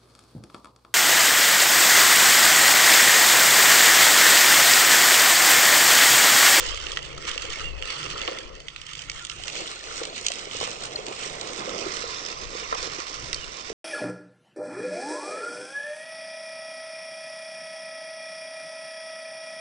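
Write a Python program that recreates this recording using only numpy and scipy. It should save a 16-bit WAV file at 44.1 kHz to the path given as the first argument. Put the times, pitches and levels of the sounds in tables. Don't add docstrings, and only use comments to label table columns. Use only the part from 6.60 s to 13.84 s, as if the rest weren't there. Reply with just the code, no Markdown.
import sys
import numpy as np
from scipy import signal
from scipy.fft import rfft, irfft, next_fast_len
from scipy.io import wavfile
from scipy.ndimage import uniform_filter1d, map_coordinates

SR = 44100
rng = np.random.default_rng(int(sys.argv[2]) if len(sys.argv) > 2 else 0)


def digitize_waveform(pressure):
    field = np.atleast_2d(pressure).T
    bounded = np.clip(field, -1, 1)
    quanta = np.round(bounded * 32767).astype(np.int16)
    wavfile.write(sys.argv[1], SR, quanta)


def voltage_ratio(decibels):
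    exponent = np.asarray(decibels, float) / 20
    return 10 ** exponent


N = 319398

# f/Hz, level/dB per Hz
YARD_COLOUR = [(50, 1.5), (100, 1), (150, 6), (220, -11), (350, -1.5), (600, -62)]
# f/Hz, level/dB per Hz
WIND_COLOUR = [(15, -1.5), (35, 2.5), (70, -4.5), (120, -21), (250, -43.5), (500, -66.5)]
# t/s, half length/s, level/dB over calm
GUSTS = [(.1, 0.59, 17), (.7, 0.4, 13), (.88, 0.14, 7), (1.13, 0.26, 19.5), (1.58, 0.18, 14.5),
         (1.91, 0.25, 5), (2.55, 0.094, 11.5), (2.82, 0.095, 9), (3.35, 0.14, 6.5), (4.56, 0.33, -4),
         (5.4, 0.065, 6), (5.84, 0.13, 12.5), (6.2, 0.18, 9.5), (6.75, .3, 11.5), (7.1, .07, 3)]
# t/s, length/s, start f/Hz, end f/Hz, level/dB
WHISTLES = [
    (1.04, .056, 2740, 2760, -37),
    (1.09, .11, 2750, 2520, -49),
    (4.358, .005, 4400, 4150, -26),
    (4.005, .055, 2950, 3150, -37),
    (6.76, .045, 3120, 3020, -38),
    (6.81, .035, 2950, 2800, -39),
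    (.33, .27, 141, 141, -44),
    (2.6, .045, 1460, 1370, -43),
]
# t/s, level/dB
RUNOFF = [(0, -46), (.42, -45.5), (.55, -46.5), (1.0, -43.5), (1.2, -48), (1.7, -39.5), (1.93, -46.5),
          (2.19, -60), (2.7, -57.5), (3.02, -38), (3.2, -48.5), (3.5, -39), (3.7, -47), (4.1, -39.5),
          (4.6, -40), (5.12, -35.5), (5.5, -42), (7.1, -47)]
# t/s, peak level/dB, f/Hz
HEAVY_DRIPS = [(.056, -32, 550), (.761, -32.5, 490), (1.641, -29.5, 816), (1.682, -17, 720),
               (2.797, -34, 730), (3.017, -25.5, 360), (3.416, -19, 482), (3.704, -21.5, 703),
               (3.87, -26.5, 414), (3.949, -29, 510), (4.011, -15, 790), (4.028, -22, 473),
               (4.075, -21, 782), (4.39, -28.5, 474), (5.077, -23.5, 534), (5.093, -29, 560),
               (5.138, -24, 499), (5.264, -20, 333), (5.44, -23, 488), (5.931, -30.5, 470),
               (5.951, -26, 474), (6.025, -27, 470), (6.126, -12.5, 1044), (6.139, -21, 1126),
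               (6.151, -21, 950), (6.23, -27.5, 463), (6.273, -23.5, 465), (6.385, -24, 345),
               (7.101, -23.5, 457), (7.118, -26, 355)]
# t/s, peak level/dB, brightness/dB, ring f/Hz
BIG_DROPS = [(.0069, -16.5, -5.5, 3520), (.145, -16, 1.5, 6550), (0.268, -18.5, -15, 3040),
             (0.3183, -13, 6, 3390), (0.3723, -8.5, -12, 1945), (0.5801, -18, 1, 1280),
             (0.714, -17, -6, 3620), (0.7783, -13, -7, 2660), (0.8206, -15.5, 7, 2660),
             (1.2243, -17.5, -14, 2680), (1.6161, -14, -6.5, 2630), (1.677, -15.5, -15, 2720),
             (1.7867, -16.5, -3, 3460), (2.0838, -18, -11, 3540), (2.1617, -23.5, -15.5, 2590),
             (2.4981, -10, 2.5, 2260), (2.65, -11.5, -2, 7240), (2.6975, -13, -7, 2850),
             (2.8809, -11.5, -7, 2765), (3.0757, -15, -7, 3400), (3.5793, -15, -3, 6380),
             (3.6652, -0.5, 2, 6520), (3.7185, -8.5, -3.5, 2720), (3.9686, -16.5, 7, 6330),
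             (4.2375, -14, -1, 1430), (4.8125, -12.5, 0, 4010), (5.6505, -15, 9, 4970),
             (6.2287, -10.5, 5, 4820), (6.7299, -7, -9, 2680), (6.7445, -5, -1, 4520)]
# t/s, peak level/dB
SMALL_DROPS = [(0.015, -17), (0.2002, -20), (0.428, -17.5), (.8453, -26.5), (0.9252, -28), (1.952, -29),
               (2.0026, -27), (2.2157, -20), (2.2661, -23), (2.3132, -25.5), (2.3336, -17.5),
               (2.3921, -17.5), (2.4192, -17), (2.594, -23), (2.8369, -15), (2.9542, -16), (3.6838, -11),
               (3.433, -17), (3.4526, -15), (3.7566, -17), (4.114, -17), (4.3604, -22.5), (4.4658, -18.5),
               (4.66, -18), (5.3685, -16), (5.5099, -20.5), (5.663, -10.5), (5.9053, -21), (6.1474, -12.5),
               (7.011, -18.5)]
# t/s, level/dB
RAINFALL = [(0, -38.5), (1.6, -37), (1.82, -43.5), (1.9, -52), (2.05, -53.5), (2.2, -48), (2.75, -43.5),
            (2.95, -36.5), (3.7, -38.5), (4.4, -38), (5.0, -37), (5.4, -34.5), (5.85, -39), (6.3, -35),
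            (6.8, -40.5), (7.1, -40)]
# t/s, half length/s, change/dB
FLURRIES = [(.05, 0.1, 5), (.42, 0.14, -5), (.56, 0.097, -9.5), (.69, 0.025, 7.5), (.77, 0.035, -5),
            (.83, 0.031, 0.5), (.89, 0.052, -4.5), (.99, 0.017, -1), (1.15, 0.15, -11), (1.25, 0.033, 1),
            (1.66, 0.16, -2), (2.37, 0.077, 3.5), (2.58, 0.061, 3.5), (2.9, 0.04, 0.5), (3.18, 0.15, -4),
            (3.37, 0.043, 4), (3.5, 0.093, -2.5), (3.66, .08, -1), (3.88, 0.062, -3.5), (4.01, 0.12, 3.5),
            (4.18, 0.089, -3.5), (4.26, 0.024, 3), (4.37, 0.18, -4), (4.65, 0.084, 2), (4.78, 0.15, -4),
            (5.1, 0.062, -2), (5.2, .05, 1.5), (5.38, 0.12, 1.5), (6.14, 0.026, -3), (6.81, .08, -1.5)]
# t/s, heading (0-2)
HEADING = [
    (0, 0.48),
    (2.0, 0.31),
    (3.2, 1.13),
    (4.6, 1.17),
    (5.5, 2),
    (7.2, 1.92),
]
# f/Hz, level/dB per Hz
LEFT_COLOUR = [
    [(220, -6), (260, -14), (520, 11), (730, -10), (1030, 0), (1340, 3), (1640, -4), (1850, 6.5),
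     (3400, -10), (4520, 12.5), (5170, -2.5), (5860, -5.5), (7540, -12), (8440, -16)],
    [(220, -9), (260, -8.5), (470, 1.5), (780, -2.5), (1030, -7.5), (1210, 0), (1640, -9), (1810, -4.5),
     (2890, -12.5), (3660, 3), (4440, 5.5), (5900, -14.5), (7280, -7.5), (8440, -15)],
    [(220, -8.5), (470, 0), (860, -13), (1030, 4), (1380, -12.5), (2150, -9.5), (3320, -12.5), (3570, 2.5),
     (3960, -5.5), (4650, -5), (5640, -12), (6500, -12.5), (7110, -12), (8440, -20.5)],
]
# f/Hz, level/dB per Hz
RIGHT_COLOUR = [
    [(220, -15.5), (340, 2), (520, 7), (730, -3), (1290, 3), (1550, -5.5), (2200, 5), (2450, 0.5),
     (2670, 8.5), (3490, 8.5), (3920, -0.5), (5560, 2), (8270, -14), (8440, -10)],
    [(220, -7), (470, 1.5), (1080, -3.5), (1420, -3), (1590, -12), (2150, 3), (2330, 0.5), (2930, 5),
     (4260, -1), (5080, -4.5), (5250, 0.5), (6720, 0), (6850, -0.5), (8440, -2.5)],
    [(220, -5.5), (470, 5.5), (780, -2.5), (900, -6.5), (1030, 5), (1420, 0.5), (1590, -4), (1980, 0.5),
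     (3400, -1), (4740, 1.5), (5250, 6), (6720, -2), (7000, -6.5), (8440, -9)],
]
RIGHT_LAG = [0.00042, 0.0002967, 0.00019]
# f/Hz, extra lead of the left port/rad
BEND = [(300, 0.11), (750, 0.64), (1200, 2.04), (4000, 1.6)]
# f/Hz, share (0-1)
ALIKE = [(100, 0.92), (400, 0.94), (1000, 0.53), (2500, 0.48), (8000, 0.07)]

TOP_HZ, END_S = 8570, 7.1295
CALM_DB = -58.5
SMALL_BRIGHT_DB, SMALL_HZ = 0.5, 3080
STRAYS, STRAY_DB, STRAY_SPREAD_DB = 70, 18.5, 4.5
WALL_ECHO_S, ECHO_DB = .0184, -7
ECHO_HEADING, ECHO_NARROW_DB = 0.95, 20
SPRAY_DB, SPRAY_SWING = -5, 1.35
PATCH_LAST = .6


def unit(x):
    return x / np.sqrt(np.mean(x ** 2) + 1e-20)


def along(points, hz):
    f, value = np.transpose(points)
    return np.interp(np.log(hz + 1), np.log(f + 1), value)


def curves(rows):
    s, *columns = np.transpose(rows)
    return [np.interp(np.arange(N) / SR, s, column) for column in columns]


def swells(rows):
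    t = np.arange(0, N / SR, .002)
    total = np.zeros(len(t))
    for s, half, db in rows:
        total += db * np.cos(np.pi / 2 * np.clip((t - s) / half, -1, 1)) ** 2
    return np.interp(np.arange(N) / SR, t, total)


def wobble(rate):
    knots = rng.standard_normal(int(N * rate / SR) + 4)
    return map_coordinates(knots, [np.arange(N) * rate / SR])


def filtered(x, response):
    m = next_fast_len(N + 8192)
    return irfft(rfft(x, m) * response(np.fft.rfftfreq(m, 1 / SR)), m)[..., :N]


def band(x, lo_hz, hi_hz):
    return signal.sosfilt(signal.butter(2, [lo_hz, hi_hz], "bandpass", fs=SR, output="sos"), x)


def yard():
    rumble = filtered(rng.standard_normal(N), lambda hz: voltage_ratio(along(YARD_COLOUR, hz)))
    return voltage_ratio(-56.5 + 5.3 * wobble(6.5)) * unit(rumble)


def wind():
    level_db = CALM_DB + swells(GUSTS)
    lumps = voltage_ratio(0.75 * np.array([wobble(7.3), wobble(12.0)]))
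    pressure = filtered(rng.standard_normal((2, N)), lambda hz: voltage_ratio(along(WIND_COLOUR, hz)))
    return unit(lumps * pressure) * voltage_ratio([level_db + 7.5, 0.42 * level_db - 45.5])


def whistles():
    out = np.zeros(N)
    flutter = 1 + .018 * wobble(180)
    for s, length, start_hz, end_hz, db in WHISTLES:
        start = round(s * SR)
        u = np.arange(round(length * SR)) / (length * SR)
        hz = (start_hz + (end_hz - start_hz) * u) * flutter[start:][:len(u)]
        tone = np.sin(2 * np.pi * np.cumsum(hz) / SR)
        out[start:][:len(u)] += voltage_ratio(db) * np.sin(np.pi * u) ** 0.21 * tone
    return out * voltage_ratio(3.1 * wobble(140))


def impacts(rate, spread_db, t60):
    hit = rng.random(N) < rate / SR
    size = voltage_ratio(spread_db * np.minimum(rng.exponential(1, N), 2.8)) ** 2
    return signal.lfilter([1], [1, -voltage_ratio(-120 / (t60 * SR))], hit * size)


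def patter(power, far, lo_hz, hi_hz):
    heading, = curves(HEADING)
    blur = far * voltage_ratio(3.3 * heading)
    envelope = np.sqrt(power / power.mean() + blur)
    return unit(band(envelope * rng.standard_normal((2, N)), lo_hz, hi_hz))


def drumming():
    drum_db, = curves(RUNOFF)
    drum = patter(impacts(rate=150, spread_db=2.0, t60=0.11), far=0.71, lo_hz=110, hi_hz=950)
    return voltage_ratio(drum_db - 0.5 + 0.66 * wobble(45)) * drum


def thuds():
    out = np.zeros((2, N + SR))
    t = np.arange(SR // 8) / SR
    for s, db, hz in HEAVY_DRIPS:
        ring = np.sin(2 * np.pi * hz * t) * voltage_ratio(-60 * t / .028) * (1 - np.exp(-t / .001))
        puff = band(rng.standard_normal((2, len(t))) * voltage_ratio(-60 * t / .045), .45 * hz, 1.7 * hz)
        out[:, round(s * SR):][:, :len(t)] += voltage_ratio(db - 1.5) * (ring + 2.25 * puff)
    return out[:, :N]


def strays():
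    when, size, bright, pitch = rng.random((STRAYS, 4)).T
    s = .01 + END_S * when ** 1.4
    flurry_db = swells(FLURRIES)[np.minimum(s * SR, N - 1).astype(int)]
    rain_db = np.interp(s, *np.transpose(RAINFALL))
    db = rain_db + flurry_db + STRAY_DB + STRAY_SPREAD_DB * (size - .5)
    bright_db = SMALL_BRIGHT_DB + 14 * (bright - .6)
    return list(zip(s, db, bright_db, SMALL_HZ * voltage_ratio(7 * (pitch - .5))))


def drops():
    out = np.zeros((2, N + SR))
    t = np.arange(SR // 16) / SR
    touch = .0008
    rise = np.clip(t / touch, 0, 1) ** 2
    splash = rise * (voltage_ratio(-60 * (t - touch) / .012) + .35 * voltage_ratio(-60 * t / .04))
    snap = np.zeros(len(t))
    snap[round(touch * SR)] = 6
    small = [(s, db, SMALL_BRIGHT_DB, SMALL_HZ) for s, db in SMALL_DROPS]
    for s, db, bright_db, hz in BIG_DROPS + small + strays():
        low, high = splash * rng.standard_normal((2, 2, len(t))) - snap
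        ring = .24 * rise * voltage_ratio(-60 * t / .022) * np.sin(2 * np.pi * hz * t)
        crack = band(low, .62 * min(hz, 3200), 4000)
        crack = crack + voltage_ratio(bright_db + 4.5) * band(high, 4000, 10750)
        crack = crack / abs(crack[0]).max() + ring
        out[:, round((s - .0006) * SR):][:, :len(t)] += voltage_ratio(db - 1.5) * crack
    heading, = curves(HEADING)
    echo_db = ECHO_DB - ECHO_NARROW_DB * (heading - ECHO_HEADING) ** 2
    echo = voltage_ratio(echo_db) * np.roll(out, round(WALL_ECHO_S * SR), axis=1)[:, :N]
    return voltage_ratio(0.8) * (out[:, :N] + echo)


def pings(count, hz, cycles, spread_db):
    at, pitch, life, size = rng.random((count, 4)).T[:, :, None]
    f = hz * voltage_ratio(13 * (pitch - .5))
    t = np.arange(400) / SR
    level_db = -spread_db * np.log(size + 0.057)
    decay_db = 9 * t * f / (cycles * (0.31 + life))
    rings = voltage_ratio(level_db - decay_db) * np.sin(2 * np.pi * f * t)
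    places = (at * N + t * SR).astype(int)
    return unit(np.bincount(places.ravel(), rings.ravel(), N + SR)[:N])


def fine_rain():
    rain_db, = curves(RAINFALL)
    flurry_db = swells(FLURRIES)
    body_db = rain_db + flurry_db
    spray_db = rain_db + SPRAY_DB + SPRAY_SWING * flurry_db
    near = impacts(rate=200, spread_db=6.5, t60=.018)
    near = near + 0.027 * np.roll(near, round(WALL_ECHO_S * SR))
    clumps_db = 1.6 * wobble(35)
    body_hits = near + 2.5 * impacts(rate=380, spread_db=3, t60=0.034)
    spray_hits = near + 0.54 * impacts(rate=630, spread_db=7.0, t60=0.017)
    body = patter(body_hits, far=0.68, lo_hz=900, hi_hz=3370)
    spray = patter(spray_hits, far=0.37, lo_hz=4040, hi_hz=9150)
    ringing = voltage_ratio(body_db - 8.5) * pings(count=2500, hz=2443, cycles=12.0, spread_db=6.0)
    tinkle = voltage_ratio(spray_db - 7.0) * pings(count=2500, hz=5077, cycles=51.0, spread_db=5.5)
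    noise = voltage_ratio(body_db - 1.5 + clumps_db) * body + voltage_ratio(spray_db + 4.5 + clumps_db) * spray
    return noise + ringing + tinkle


def patchy(x, depth_db):
    z = signal.stft(x, nperseg=512)[2]
    field = uniform_filter1d(rng.standard_normal(z.shape[1:]), size=5, axis=0)
    field = uniform_filter1d(field, size=12, axis=1)
    steadying = np.linspace(1, PATCH_LAST, field.shape[1])
    return signal.istft(z * voltage_ratio(depth_db * steadying * unit(field)), nperseg=512)[1][:, :N]


def ports(pair):
    def mixture(hz):
        share = np.clip(along(ALIKE, hz), 0, 1)
        return np.array([share, np.sqrt(1 - share ** 2)])

    left = filtered(pair, mixture).sum(axis=0)
    heading, = curves(HEADING)
    out = np.zeros((2, N))
    for k, lag in enumerate(RIGHT_LAG):
        def left_response(hz):
            lead = np.exp(1j * (2 * np.pi * hz * lag + along(BEND, hz)))
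            return voltage_ratio(along(LEFT_COLOUR[k], hz)) * lead

        weight = np.clip(1 - abs(np.clip(heading, 0, 2) - k), 0, 1) ** 0.69
        out[0] += weight * filtered(left, left_response)
        out[1] += weight * filtered(pair[0], lambda hz: voltage_ratio(along(RIGHT_COLOUR[k], hz)))
    return out


def scene():
    sheet = patchy(fine_rain() + drumming(), depth_db=2.11) + drops() + thuds() + whistles()
    return yard() + wind() + ports(sheet)


def band_limit(x):
    return signal.sosfilt(signal.butter(12, 9730, fs=SR, output="sos"), x)


def record(dry):
    mix = filtered(dry, lambda hz: voltage_ratio(-60 * np.clip((hz - TOP_HZ) / 120, 0, 2)))
    mix = mix * (np.arange(N) < END_S * SR)
    return band_limit(mix)


dry = scene()
out = record(dry)
digitize_waveform(out)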